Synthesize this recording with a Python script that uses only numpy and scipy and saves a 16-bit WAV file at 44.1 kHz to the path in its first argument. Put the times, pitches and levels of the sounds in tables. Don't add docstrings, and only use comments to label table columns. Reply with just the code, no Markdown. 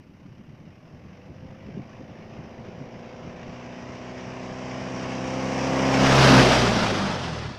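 import sys
import numpy as np
from scipy import signal
from scipy.fft import rfft, irfft
from scipy.io import wavfile
from scipy.ndimage import uniform_filter1d

SR = 44100
rng = np.random.default_rng(int(sys.argv[2]) if len(sys.argv) > 2 else 0)


def generate_wav(signal):
    frames = np.transpose(np.atleast_2d(signal))
    scaled = np.clip(frames, -1, 1) * 32767
    pcm = np.round(scaled).astype(np.int16)
    wavfile.write(sys.argv[1], SR, pcm)


def gain_from_decibels(decibels):
    exponent = np.asarray(decibels, float) / 20
    return 10 ** exponent


N = 334278

# time in seconds, firings per second in Hz.
ENGINE_SPEED = [(0.0, 28.9), (0.65, 38.58), (1.0, 43.84), (1.2, 46.56), (1.7, 51.77), (2.09, 54.6),
                (2.55, 57.35), (3.1, 59.05), (4.18, 63), (4.85, 63.92), (5.11, 64.55), (5.47, 65.51),
                (6.23, 66.94), (6.4, 64.48), (6.61, 60.46), (7.2, 44.32), (7.35, 38.9), (7.58, 33.8)]
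# frequency in Hz, level in dB.
BLOCK_MODES = [(160, -10), (225, -3), (290, -5), (340, -2), (390, 2), (450, -8), (500, 4.5), (530, 2),
               (560, -5), (610, 0), (670, 0), (770, -4), (900, -8), (1130, -9)]
CYLINDER_LEVELS = [0, -1.2, -.4, -1]
# frequency in Hz, level in dB per Hz.
ROAR_SPECTRUM = [(20, -26), (48, -32), (95, 2), (200, 22), (400, 8.5), (600, 16), (900, 7), (1300, -34),
                 (4000, -70)]
# frequency in Hz, level in dB per Hz.
RATTLE_FAR = [(700, -3), (1070, 6), (1350, -0.5), (1750, 1), (2250, 1), (3000, -2.5), (3300, -9),
              (4350, -13.5), (4850, -8), (5750, -5.5), (7000, -17.5), (8900, -28.5), (9900, -37),
              (15500, -43)]
# frequency in Hz, level in dB per Hz.
RATTLE_UNDER = [(600, 2.5), (900, 6.5), (1500, 4), (2200, 0), (3400, -1.5), (4100, -5), (5000, -3.5),
                (5900, -7.5), (7000, -16.5), (10000, -26.5), (15500, -42)]
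# frequency in Hz, level in dB per Hz.
GUST_SPECTRUM = [(20, 5), (45, -20), (75, 12.5), (150, 14.5), (250, 9), (380, 0), (600, -22), (2000, -80)]
# time in seconds, peak level in dB, frequency in Hz.
EDDIES = [(0.025, -51, 185), (0.082, -43, 139), (0.25, -34, 159), (0.307, -39, 139), (0.381, -38.5, 195),
          (0.49, -34.5, 114), (0.599, -38, 151), (0.663, -35, 161), (0.914, -39, 107), (1.041, -35, 120),
          (1.185, -50, 263), (1.292, -36, 187), (1.417, -32, 115), (1.51, -37, 135), (1.598, -49, 171),
          (1.677, -30, 230), (1.761, -23, 208), (1.998, -31.5, 276), (2.105, -38, 157.2),
          (2.245, -47, 109.1), (2.337, -42, 173.2), (2.379, -32, 152), (2.58, -44, 140),
          (2.674, -33.5, 201), (2.802, -29.5, 130), (2.949, -36, 130), (3.173, -51, 185.3),
          (3.27, -36, 105), (3.433, -46, 142.8), (3.485, -35, 120.6)]
# level in dB of the whole, quarter, half, three-quarter orders.
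UNEVEN_ORDERS = [0, -15, -2, -15]
# frequency in Hz, level in dB per Hz.
GAP_SPECTRUM = [(110, -29), (190, -9), (260, -4.5), (350, 2), (430, 4), (600, -40), (3000, -88)]
# time in seconds, rise in dB, half width in seconds.
GAP_SWELL = (6.56, 5.0, .09)
EXHAUST_ORDERS = [-33, -23, -24.5, -20]
EXHAUST_BEHIND = [-1, -2, -5.5, -9.5]
# time in seconds, change in dB, half width in seconds.
FLOOR_WAVES = [
    [(6.62, 4, 0.11), (6.95, -6, 0.13), (7.35, -16, 0.17)],
    [(6.22, 4, 0.15), (6.38, 4, 0.026), (6.62, 3.5, .07), (6.95, 1, .08), (7.12, -2, 0.082),
     (7.27, 5, 0.023), (7.46, 7, .08)],
    [(6.26, -24, 0.1), (6.42, -13, 0.055), (6.62, -15, 0.059), (7.08, 6.5, .05), (7.2, 7, 0.034),
     (7.44, 15, 0.16)],
    [(6.2, -18, 0.083), (6.35, 5, 0.064), (6.8, 7, .06), (7.05, 11, 0.07), (7.32, 12, 0.063),
     (7.48, 14, .06)],
]
# time in seconds, peak level in dB, seconds to fall (sign has no effect).
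GEAR_WHINES = [
    (1.45, -55, 0.4),
    (4.7, -51, -0.7),
]

RATTLE_1M_DB = -24.0
TIME_S = np.arange(N) / SR


def rms_one(x):
    return x / np.sqrt(np.mean(x ** 2) + 1e-20)


def in_time(rows):
    s, *columns = np.transpose(rows)
    return [np.interp(TIME_S, s, column) for column in columns]


def at_hz(points, hz):
    table_hz, table_db = np.array(points).T
    return np.interp(np.log(hz), np.log(table_hz), table_db)


def step(x, at, blur):
    return 0.5 + 0.5 * np.tanh((x - at) / blur)


def bump(at_s, half_s):
    return np.exp(-((TIME_S - at_s) / half_s) ** 2)


def drift(rate):
    r = np.exp(-80 * np.pi * rate / SR)
    slow = signal.lfilter([1], [1, -2 * r, r * r], rng.standard_normal(N // 40 + 2002))[2000:]
    return np.interp(np.arange(N) / 40, np.arange(len(slow)), rms_one(slow))


def coloured(spectrum):
    hz = np.maximum(np.arange(N // 2 + 1) * SR / N, 1)
    white = rfft(rng.standard_normal(N))
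    return rms_one(irfft(white * gain_from_decibels(at_hz(spectrum, hz)), N))


def breeze():
    calm_db, freshen_db_per_s = -52, 1.24
    gust_db, gust_lag_s, gust_half_s = -14.5, 0.02, 0.036
    gusts = gain_from_decibels(calm_db + freshen_db_per_s * TIME_S)
    for s, db, hz in EDDIES:
        gusts += gain_from_decibels(db + gust_db) * bump(s + gust_lag_s, gust_half_s)
    out = gusts * gain_from_decibels(2.8 * drift(28.5)) * coloured(GUST_SPECTRUM)
    age = np.arange(-600, 600) / SR
    for s, db, hz in EDDIES:
        eddy = np.sin(2 * np.pi * hz * age) + 0.44 * np.sin(2 * np.pi * 1.81 * hz * age)
        fade = np.exp(-(age * hz / 3.5) ** 2) * np.hanning(len(age))
        out[round(s * SR):][:len(age)] += gain_from_decibels(db - 3.5) * eddy * fade
    return out


def wake(near_db):
    low = signal.butter(6, 34, fs=SR, output="sos")
    rumble = rms_one(signal.sosfilt(low, rng.standard_normal(N)))
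    drag_db = -39 - 18 * np.maximum(TIME_S - 6.5, 0)
    drag = step(TIME_S, 6, 0.025) * gain_from_decibels(drag_db)
    s, swell_db, half_s = GAP_SWELL
    boom_db = RATTLE_1M_DB + near_db - 5.5 + swell_db * bump(s, half_s) + 4.4 * drift(19)
    boom = step(TIME_S, 6.2, 0.35) * gain_from_decibels(boom_db) * coloured(GAP_SPECTRUM)
    return drag * rumble + boom


def roar():
    noise = gain_from_decibels(0.15 * drift(25.0)) * coloured(ROAR_SPECTRUM)
    middle = signal.sosfilt(signal.butter(3, [420, 900], "band", fs=SR, output="sos"), noise)
    return noise / np.std(middle)


def motion(rate_hz):
    metres_per_firing, engine_above_s = 0.074, 6.329
    engine_half_m, engine_height_m = 0.24, 0.8
    tail_behind_m, tail_height_m, tail_db = 2.38, 1.18, -7.5
    sand_db_per_m, revs_power = 0.29, 1.09
    shadow_m, shadow_db_per_m = 5.2, 5.5
    road = metres_per_firing * np.cumsum(np.maximum.accumulate(rate_hz)) / SR
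    past_m = road - road[round(engine_above_s * SR)]
    away_m = np.abs(past_m)
    front = 1 / (np.maximum(away_m - engine_half_m, 0) ** 2 + engine_height_m ** 2)
    tail = gain_from_decibels(tail_db) ** 2 * step(past_m, 0, 0.86) / ((past_m - tail_behind_m) ** 2 + tail_height_m ** 2)
    shadow_db = shadow_db_per_m * np.maximum(past_m - shadow_m, 0)
    revs_db = 20 * revs_power * np.log10(rate_hz / rate_hz.max())
    return past_m, 10 * np.log10(front + tail) - sand_db_per_m * away_m + revs_db - shadow_db


def clatter(firing, rate_hz, past_m, under, patchy_db):
    age = firing % 1 / rate_hz / 0.004
    depth_db = np.minimum(190 / rate_hz, 4.5) * (1 - 0.6 * under)
    cylinder_db = np.take(CYLINDER_LEVELS, firing.astype(int) % 4)
    burst = gain_from_decibels(depth_db * age * np.exp(1 - age) + cylinder_db)
    burst /= np.sqrt(uniform_filter1d(burst ** 2, size=8000))
    hz, s, cells = signal.stft(burst * rng.standard_normal(N), SR, nperseg=512)

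    loss_db = np.maximum(0.4 * past_m, 0.34 * past_m) + 0.1351 * past_m ** 2
    loss_db = np.interp(s, TIME_S, loss_db)
    under = np.interp(s, TIME_S, under)
    air_db = -np.minimum(loss_db, 29) * (hz[:, None] / 10000) ** 3.56
    far_db = at_hz(RATTLE_FAR, hz + 1)[:, None]
    under_db = at_hz(RATTLE_UNDER, hz + 1)[:, None]

    panels = uniform_filter1d(rng.standard_normal(cells.shape), size=2, axis=0)
    panels = rms_one(uniform_filter1d(panels, size=12, axis=1))
    gain = gain_from_decibels(far_db + under * (under_db - far_db) + air_db + patchy_db * panels)
    rattle = signal.istft(cells * gain, SR, nperseg=512)[1][:N]
    rattle = signal.sosfilt(signal.butter(4, 100, "high", fs=SR, output="sos"), rattle)
    flutter = gain_from_decibels(0.76 * drift(16.0))
    return rattle * flutter * (rate_hz / rate_hz.max()) ** -0.32


def knock(firing, rate_hz):
    tones, power = 0, 0
    slow_firing, slow_rate_hz = firing[::8], rate_hz[::8]
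    for k in range(9, 72):
        if k in (12, 16):
            continue
        mode_db = at_hz(BLOCK_MODES, k / 4 * slow_rate_hz)
        height = gain_from_decibels(mode_db + UNEVEN_ORDERS[k % 4] + 2.2 * drift(1.5)[::8])
        tones = tones + height * np.cos(np.pi * k / 2 * slow_firing + 2 * np.pi * rng.random())
        power = power + height ** 2 / 2
    return signal.resample_poly(1.2 * tones / np.sqrt(power), 8, 1)[:N]


def engine_body(firing, rate_hz, past_m, under):
    far, pulling, overhead = 0.3, 0.87, 0.28
    pull = far + (pulling - far) * step(TIME_S, 1.9, 0.18)
    tonal = pull + (overhead - pull) * step(past_m, -0.15, 0.52)
    tonal = np.clip(tonal, 0.02, 0.98)
    body = np.sqrt(tonal) * knock(firing, rate_hz) + np.sqrt(1 - tonal) * roar()
    load_db = 3.0 * bump(2.63, 0.91)
    return gain_from_decibels(-19 - 3 * under + load_db) * body


def exhaust(firing, past_m, near_db):
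    behind, tones = step(past_m, 0.35, 0.35), 0
    for k in range(4):
        waves_db = sum(db * bump(s, half_s) for s, db, half_s in FLOOR_WAVES[k])
        db = EXHAUST_ORDERS[k] + near_db + EXHAUST_BEHIND[k] * behind + waves_db
        wave = np.cos(2 * np.pi * (k + 1) * firing + np.pi + 0.6 * k)
        tones = tones + gain_from_decibels(db + 0.32 * drift(1.6)) * wave
    swell = sum(gain_from_decibels(db - 14 * ((TIME_S - s) / fall_s) ** 4) for s, db, fall_s in GEAR_WHINES)
    whine_order = 10.5
    whine = swell * gain_from_decibels(2.0 * drift(12.0)) * np.sin(2 * np.pi * whine_order * firing)
    return np.sqrt(2) * (tones + whine)


def scene():
    rate_hz, = in_time(ENGINE_SPEED)
    firing = np.cumsum(rate_hz) / SR
    past_m, near_db = motion(rate_hz)
    under = step(past_m, -1.43, 0.72)
    rattle = gain_from_decibels(RATTLE_1M_DB + 10.5) * clatter(firing, rate_hz, past_m, under, patchy_db=1.5)
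    engine = gain_from_decibels(near_db) * (engine_body(firing, rate_hz, past_m, under) + rattle)
    mix = breeze() + wake(near_db) + engine + exhaust(firing, past_m, near_db)
    return mix[None]


def band_limit(x):
    return signal.sosfilt(signal.butter(12, 15540, fs=SR, output="sos"), x)


def record(dry):
    hiss = gain_from_decibels(-82.5) * rng.standard_normal(dry.shape)
    top = signal.ellip(12, 0.3, 50, 15520, fs=SR, output="sos")
    return band_limit(signal.sosfilt(top, dry + hiss))


dry = scene()
out = record(dry)
generate_wav(out)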